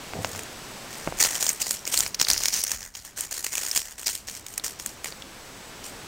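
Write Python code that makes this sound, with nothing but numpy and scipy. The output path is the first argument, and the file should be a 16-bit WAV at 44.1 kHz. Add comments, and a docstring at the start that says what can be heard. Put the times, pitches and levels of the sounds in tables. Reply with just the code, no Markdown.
"""A dry, bright rustle with sharp crackles and a few dull knocks: a felt purse is set on a tray, then close
handling rustles, crackles and bumps. Rubbed surfaces catch and let go; countless tiny slips make the
rustle and snags the crackles. Contacts ring the tray, and the soft purse and the handling add a low
rumble. A small, hissy recorder with a thin whine and a low sample rate picks it up."""
import sys
import numpy as np
from scipy import signal
from scipy.fft import rfft, irfft, next_fast_len
from scipy.io import wavfile
from scipy.ndimage import uniform_filter1d

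SR = 44100
rng = np.random.default_rng(int(sys.argv[2]) if len(sys.argv) > 2 else 0)


def to_wav(s):
    """Save 16-bit WAV."""
    ch = np.atleast_2d(s).T  # columns
    pcm = np.round(np.clip(ch, -1, 1) * 32767)  # PCM
    wavfile.write(sys.argv[1], SR, pcm.astype(np.int16))


N = 267775
TIME = np.arange(N) / SR

# Where the rubbed fibres ring most. Each row: time in seconds, pitch in Hz.
FIBRE_PITCH = [(1.25, 6900), (1.7, 7500), (2.03, 7500), (2.2, 5200), (2.32, 4600), (2.6, 5947), (3.2, 7000),
               (4.15, 7402)]
# Short-lived resonances of the rubbed surface. Each row: pitch in Hz, width in Hz, relative level in dB.
SURFACE_MODES = [(1800, 1300, -39.5), (2330, 430, -4.5), (3020, 440, -6.5), (3250, 330, -13),
                 (4410, 330, -4.5), (4920, 490, 0), (5730, 540, 6), (6330, 1400, -2.5), (6180, 140, -19),
                 (6760, 220, 8), (8400, 480, 5.5), (10060, 260, 5)]
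# Rubbing strokes. Each row: start and length in seconds, relative rustle level in dB, scuff offset in dB.
STROKES = [(0.211, .185, -42, -4.5), (0.902, 0.18, -47, 1), (1.17, 0.033, -33.5, -5),
           (1.196, 0.028, -17, -8), (1.264, 0.12, -33.5, -4), (1.395, 0.12, -29.5, -10),
           (1.596, .025, -27.5, -10), (1.657, 0.089, -31, -20), (1.859, 0.015, -33, -17),
           (1.914, .028, -23.5, -12.5), (1.973, 0.06, -29, -8.5), (2.19, 0.042, -30, -9),
           (2.275, 0.028, -24, -6), (2.337, .16, -31.5, -10), (2.519, 0.082, -26, -14),
           (2.637, 0.11, -34.5, -5.5), (2.784, 0.076, -44.5, -1), (2.94, .036, -40.5, -5.5),
           (3.038, 0.04, -44.5, -4), (3.16, 0.034, -35, -7), (3.192, 0.037, -34, -7),
           (3.306, 0.082, -32.5, -7.5), (3.428, 0.067, -38.5, -11), (3.511, 0.22, -32, -7.5),
           (3.747, 0.014, -21.5, -15.5), (3.804, 0.12, -46.5, -1), (3.976, 0.09, -40, -7.5),
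           (4.057, 0.016, -22, -13.5), (4.128, 0.032, -37, -22), (4.266, 0.11, -40.5, -10),
           (4.468, 0.081, -45.5, -10), (4.634, 0.03, -29.5, -9), (4.783, 0.04, -40.5, -23),
           (4.858, 0.022, -37.5, -22), (5.034, 0.046, -39, -5), (5.833, .03, -37.5, -22.5)]


def from_db(db):
    """Decibels to gain."""
    return 10 ** (np.asarray(db) / 20)


def rms_one(x):
    """Scale to unit rms."""
    return x / np.sqrt(np.mean(x ** 2) + 1e-20)


def unit_energy(x):
    """Scale a short sound to unit energy."""
    return x / np.sqrt(np.sum(x ** 2) + 1e-20)


def curve(points):
    """Join (seconds, value) points with straight lines."""
    return np.interp(TIME, *np.transpose(points))


def colour(x, spectrum):
    """Equalise through (Hz, dB) points on a log-frequency axis."""
    size = next_fast_len(N + 4096)
    hz, db = np.transpose(spectrum)
    bins_hz = np.fft.rfftfreq(size, 1 / SR)
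    gain = from_db(np.interp(np.log(bins_hz + 1), np.log(hz), db))
    return irfft(rfft(x, size) * gain, size)[:N]


def band(x, edges_hz, kind, order=2):
    """Causal Butterworth filter."""
    return signal.sosfilt(signal.butter(order, edges_hz, kind, fs=SR, output="sos"), x + 1e-18)


def resonance(hz, width_hz):
    """Coefficients of a two-pole resonance with a peak gain of 1."""
    r = np.exp(-np.pi * width_hz / SR)
    return (1 - r * r) / 2 * np.array([1, 0, -1]), [1, -2 * r * np.cos(2 * np.pi * hz / SR), r * r]


def drift(per_s):
    """A random wander of unit rms that turns about per_s times a second."""
    points = rng.standard_normal(8192)
    return rms_one(np.interp(TIME * per_s, np.arange(len(points)), points))


def evened(x, size=700):
    """Hold the short-term level at 1 and keep the grain."""
    power = np.maximum(uniform_filter1d(x * x, size), 0)
    return x / np.sqrt(power + 1e-4 * np.mean(x * x))


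def swells(rows, attack_s, release_db_per_s):
    """Each contact rises, holds for its length and dies away; their powers add."""
    power = np.zeros(N)
    for start, length, db in rows:
        first = int(start * SR)
        span = slice(first, first + SR // 2)
        t = TIME[span] - start
        attack = np.clip(t / attack_s, 0, 1)
        decay = from_db(db - release_db_per_s * np.maximum(t - length, 0))
        power[span] += (attack * decay) ** 2
    return np.sqrt(power)


def recorder_hiss(whine_hz=7950, whine_db=-15.5):
    """Hiss with a thin, unsteady whine; both sink during the rubbing and slowly come back."""
    # Tone of the hiss. Each row: frequency in Hz, relative level in dB.
    hiss_spectrum = [(20, 11), (55, -30), (100, 5), (200, 5.5), (434, 4.5), (873, 2.5), (1200, 1),
                     (2000, -0.5), (3600, -3), (6400, -3), (9000, -4.5), (10500, -5.5)]
    # Fader on hiss and whine. 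Each row: time in seconds, level in dB.
    hiss_level = [(1.15, -39.5), (1.5, -43.5), (2.2, -45), (2.9, -63.5), (3.1, -52.5), (3.9, -57),
                  (4.3, -49.5), (5.1, -44), (6.07, -41)]
    hiss = rms_one(band(colour(rng.standard_normal(N), hiss_spectrum), [18, 12000], "band"))
    whine = rng.standard_normal(N)
    for _ in range(2):
        whine = signal.lfilter(*resonance(whine_hz, width_hz=90), whine)
    return from_db(curve(hiss_level)) * (hiss + from_db(whine_db) * rms_one(whine))


def soft_contact(spectrum):
    """Padded contact gives only a low, lumpy noise."""
    return rms_one(band(colour(rng.standard_normal(N), spectrum), [18, 2500], "band"))


def handling_rumble(floor_db=-56.5):
    """A faint bed of handling noise that swells with each bump."""
    # Handling bumps. Each row: start in seconds, length in seconds, level in dB.
    bumps = [(1.055, 0.039, -41.5), (1.97, 0.04, -45), (2.28, 0.09, -46.5), (2.73, 0.036, -53),
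             (4.2, 0.1, -60)]
    # Tone of the rumble. Each row: frequency in Hz, relative level in dB.
    rumble_spectrum = [(20, -3), (40, 3), (70, 1), (130, -8), (250, -11), (600, -72)]
    level = from_db(floor_db) + swells(bumps, attack_s=0.013, release_db_per_s=143)
    return level * soft_contact(rumble_spectrum)


def purse_landing():
    """The purse lands on the tray with a muffled bump, then sags under the fingers."""
    # The bump and the sag. Each row: start in seconds, length in seconds, level in dB.
    landings = [(.13, 0.072, -35.5), (.22, 0.21, -45)]
    # Tone of the felt purse. Each row: frequency in Hz, relative level in dB.
    purse_spectrum = [(40, -25), (65, -6.5), (90, 9.5), (130, -4), (200, -3), (330, -7), (520, -3),
                      (750, -3), (1050, -27), (2500, -72)]
    return swells(landings, attack_s=0.027, release_db_per_s=150) * soft_contact(purse_spectrum)


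def tray_knocks(thud_below_hz=250, size=6000):
    """Contacts set the tray's damped modes ringing; the softer the contact, the duller the knock."""
    # Knocks. Each row: start in seconds, gain in dB, contact cut-off in Hz, deep thud boost in dB.
    knocks = [(0.1353, -18, 2340, -15), (0.19, -23, 400, 9), (0.2465, -11, 7000, -19),
              (.35, -24.5, 3000, -13.5), (1.0748, -14, 1930, 3), (1.078, -14.5, 1242, -3),
              (1.087, -16, 700, 4), (1.1239, -17.5, 1310, -6), (2.1986, -22, 1800, -8),
              (2.2121, -16.5, 1090, 0.5), (3.769, -24, 445.4, -2)]
    # The tray's modes. Each row: pitch in Hz, relative level in dB, seconds to fall by 60 dB.
    tray_modes = [(72, -36, 0.072), (138, -13, 0.035), (266, -20.5, 0.066), (523, -17, 0.03),
                  (700, -3, 0.0072), (996, -7, 0.0062), (1480, -7, 0.0076), (2080, -4.5, 0.0081),
                  (2720, -14, 0.011), (5200, 1, 0.0016)]
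    out, t = np.zeros(N + size), np.arange(size) / SR
    for start, db, contact_hz, thud_db in knocks:
        ring = np.zeros(size)
        for hz, mode_db, t60 in tray_modes:
            gain = from_db(mode_db + thud_db * (hz < thud_below_hz))
            phase = rng.uniform(-np.pi / 2, np.pi / 2)
            ring += gain * from_db(-60 * t / t60) * np.cos(2 * np.pi * hz * t + phase)
        at = int(start * SR)
        out[at:at + size] += from_db(db) * band(ring, contact_hz, "low")
    return out[:N]


def slips(per_s, spread_db):
    """Tiny stick-slip releases at random moments, a few stronger than the rest."""
    released = rng.random(N) < per_s / SR
    polarity = rng.choice([-1, 1], N)
    strength = from_db(spread_db * np.minimum(rng.exponential(1, N), 4))
    return released * polarity * strength


def fibre_ring(force, width_hz=1100, block=256):
    """The fibres' broad resonance, which moves as the grip changes."""
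    pitch = curve(FIBRE_PITCH)
    out, state = np.zeros(N), np.zeros(2)
    for i in range(0, N, block):
        b, a = resonance(pitch[i], width_hz)
        out[i:i + block], state = signal.lfilter(b, a, force[i:i + block], zi=state)
    return out


def surface_ring(force, couplings):
    """The surface's resonances, each driven as strongly as the point of contact couples to it."""
    return sum(coupling * from_db(db) * signal.lfilter(*resonance(hz, width_hz), force)
               for coupling, (hz, width_hz, db) in zip(couplings, SURFACE_MODES))


def stroke_envelopes():
    """Envelopes of the bright rustle and the dull scuff, which share every stroke."""
    rustle = [(start, length, db) for start, length, db, _ in STROKES]
    scuff = [(start, length, db + offset_db) for start, length, db, offset_db in STROKES]
    return [swells(rows, attack_s=0.01, release_db_per_s=234) for rows in (rustle, scuff)]


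def rubbing(rustle_envelope, scuff_envelope, clump_db=7.0):
    """Clumps of slips excite the fibres and the surface, whose colour shifts as the contact moves."""
    # Tones of the bright fuzz and the dull scuff. Each row: frequency in Hz, relative level in dB.
    fuzz_spectrum = [(1200, -0.5), (2000, 2), (2900, 6), (3600, 3), (4800, 4), (6500, 12), (8300, 8),
                     (9500, 16), (10500, -16)]
    scuff_spectrum = [(100, -31), (250, -7), (500, -6), (800, -3), (1200, -2.5), (1900, 4.5), (2600, -9),
                      (4000, -7)]
    grains = slips(per_s=9000, spread_db=0.5)
    grains *= from_db(clump_db * np.clip(drift(per_s=260), -2, 2))
    fibres = rms_one(band(fibre_ring(grains), 3100, "high"))
    couplings = [from_db(6 * drift(per_s=30)) for _ in SURFACE_MODES]
    surface = rms_one(band(surface_ring(grains, couplings), 1100, "high"))
    fuzz = rms_one(colour(slips(per_s=13000, spread_db=2.0), fuzz_spectrum))
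    rustle = from_db(0.68) * evened(fuzz + from_db(1.5) * fibres + from_db(6.5) * surface)
    scuff = from_db(1.5) * evened(colour(grains, scuff_spectrum))
    grip = from_db(1.13 * drift(per_s=60))   # the pressure is never quite even
    return grip * (rustle_envelope * rustle + scuff_envelope * scuff)


def scattered_snags(rustle_envelope, per_s=30, usual_rub_db=-33, slots=400):
    """Snags catch at random during strokes, near the fibres' pitch, louder under harder rubbing."""
    place, chance = rng.random((slots, 2)).T
    scatter_db, detune, contact = rng.standard_normal((slots, 3)).T
    at = ((np.arange(slots) + place) / slots * (N - 1)).astype(int)
    times = TIME[at]
    rub_db = 20 * np.log10(rustle_envelope[at] + 1e-9)
    db = np.minimum(-9.5 + 0.53 * (rub_db - usual_rub_db), -0.5) + scatter_db
    snap_hz = curve(FIBRE_PITCH)[at] * 2 ** (0.12 * detune)
    body_db = -8 + 3 * contact
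    sliding = np.any([(times > start) & (times < start + length) for start, length, *_ in STROKES], 0)
    caught = chance < per_s * N / SR / slots
    return np.transpose([times, db, snap_hz, body_db])[sliding & caught]


def snag_envelope(t, rise_s=0.00017, burst_s=0.00019, tail_s=0.003, strain_s=0.0012):
    """The first fibres give just before t = 0, then the snag tears free in a millisecond of slips."""
    after, before = np.maximum(t, 0), np.minimum(t, 0)
    strain = (t < rise_s) * np.exp(before / strain_s)
    rise = 1 - np.exp(-after / rise_s)
    decay = np.exp(-after / burst_s) + from_db(-20) * np.exp(-after / tail_s)
    return from_db(-18) * strain + rise * decay


def crackles(random_snags, band_ratio=1.188, lead_s=0.003, size=900):
    """Each snag lets go with a snap at its own pitch and taps the surface, which gives it body."""
    # Snags heard one by one: loud crackles, and faint ticks in the pauses.
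    # Each row: time in seconds, relative level in dB, snap pitch in Hz, body gain in dB.
    distinct_snags = [(.3923, -9.5, 7500, -1.5), (.434, -14, 8240, -12), (1.207, 2.5, 7000, -5.5),
                      (1.2494, -1, 6000, 1.5), (1.2595, -5.5, 5700, 1), (1.3537, -2, 6930, -3),
                      (1.4088, -3.5, 7300, -14), (1.4269, 3, 7570, -6.5), (1.466, 2, 6200, -10),
                      (1.4915, 9, 6800, -16), (1.6182, 2.5, 7200, -14), (1.709, 6.5, 7840, -15),
                      (1.853, -8, 5930, -15), (1.876, -1, 6430, -8.5), (1.9415, 2.5, 6940, -3),
                      (1.975, 8, 8250, -26), (1.9901, 4, 7800, -26), (2.0054, 8, 6900, -12),
                      (2.0634, -4.5, 4980, -2.5), (2.0773, -8, 7300, -12), (2.1457, -1, 5200, -11.5),
                      (2.1986, 2.5, 4600, -13), (2.214, 9.5, 6300, -7.5), (2.226, -2, 5800, -16),
                      (2.2489, -1, 4660, -14), (2.2693, -8.5, 5200, 2), (2.2853, 0, 4660, -21),
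                      (2.3014, 10, 5100, -12.5), (2.313, 4.5, 5050, -14), (2.3332, 6.5, 6380, -18),
                      (2.3781, 1.5, 5540, -17), (2.4359, 2.5, 5900, -12.5), (2.4569, 6, 5700, -16),
                      (2.4834, 5, 6000, -18), (2.5402, 2.5, 6900, -27), (2.6382, 5, 8400, -15.5),
                      (2.6786, -5, 6240, -21), (2.717, 3.5, 6540, -12.5), (2.952, -11.5, 5550, -3.5),
                      (3.2082, 1, 8287, -28), (3.322, -16, 8300, 1), (3.4447, -0.5, 8070, -10),
                      (3.4653, -3, 7414, -3.5), (3.5539, -1.5, 6840, -13), (3.58, 0, 7260, -5),
                      (3.7133, 0, 5870, -25), (3.7621, 1.5, 8200, -9), (3.7751, 4.5, 6830, -10),
                      (4.07, 0, 8250, -13), (4.0903, -7, 6250, -1.5), (4.1526, -4, 8900, -18),
                      (4.2852, -9.5, 5770, -4.5), (4.4652, -10, 6770, -6), (4.5786, 1, 7300, -12),
                      (4.5972, -14, 3850, 0), (4.6442, -2, 6450, -14), (4.7981, -12.5, 6520, -5),
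                      (4.8614, -0.5, 7500, -15), (5.0443, -5, 7390, -5), (5.058, -18.5, 5680, 10),
                      (5.085, -22, 5800, 4), (5.1236, -19, 4000, 5), (5.222, -14, 3370, -10)]
    out = np.zeros(N + size)
    envelope = snag_envelope(np.arange(size) / SR - lead_s)
    for time, db, snap_hz, body_db in [*distinct_snags, *random_snags]:
        fibre_force, surface_force, tap_force = rng.standard_normal((3, size)) * envelope
        couplings = rng.standard_normal(len(SURFACE_MODES))
        tap_hz = 2610 * 2 ** (0.35 * rng.standard_normal())   # varies with the point of contact
        ring = unit_energy(band(fibre_force, [snap_hz / band_ratio, snap_hz * band_ratio], "band"))
        click = unit_energy(band(surface_force, [3200, 12000], "band"))
        surface = unit_energy(surface_ring(surface_force, couplings))
        snap = unit_energy(ring + from_db(-11) * click + from_db(-4.5) * surface)
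        tap = unit_energy(signal.lfilter(*resonance(tap_hz, width_hz=600), tap_force))
        dull_click = unit_energy(band(fibre_force, [300, 2600], "band"))
        body = from_db(-2) * unit_energy(tap + 0.82 * dull_click)
        at = int((time - lead_s) * SR)
        out[at:at + size] += from_db(db) * (snap + from_db(body_db) * body)
    return from_db(2.5) * out[:N]


def scene():
    """Everything is close, dry and central."""
    rustle_envelope, scuff_envelope = stroke_envelopes()
    sound = purse_landing() + handling_rumble() + tray_knocks() + recorder_hiss()
    sound += rubbing(rustle_envelope, scuff_envelope)
    sound += crackles(scattered_snags(rustle_envelope))
    return np.array([sound, sound])


def spread_treble(x, size=240):
    """The treble shimmers between left and right: side noise follows the level of each band."""
    # Stereo width. Each row: low and high band edge in Hz, side level in dB relative to the mid.
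    width_bands = [(4800, 6500, -19.5), (7500, 10200, -10.5), (11100, 15800, -5.5)]
    mid, side = x.mean(axis=0), np.zeros(N)
    for *edges_hz, db in width_bands:
        power = uniform_filter1d(band(mid, edges_hz, "band", order=4) ** 2, size)
        shimmer = rms_one(band(rng.standard_normal(N), edges_hz, "band", order=4))
        side += from_db(db) * np.sqrt(np.maximum(power, 0)) * shimmer
    return x + np.array([side, -side])


def record(dry, ceiling=0.75, input_cut_hz=10600, output_cut_hz=15800):
    """The small recorder rounds the peaks and samples at half rate, mirroring the treble about 11 kHz."""
    rounded = dry / (1 + (dry / ceiling) ** 4) ** (1 / 4)
    half_rate = band(rounded, input_cut_hz, "low", order=18) * (np.arange(N) % 2 == 0)
    mirrored = signal.lfilter([.5, 1, .5], [1], half_rate)   # straight lines between the kept samples
    top_cut = signal.ellip(12, .1, 80, output_cut_hz, fs=SR, output="sos")
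    return signal.sosfilt(top_cut, spread_treble(mirrored))


dry = scene()
out = record(dry)
to_wav(out)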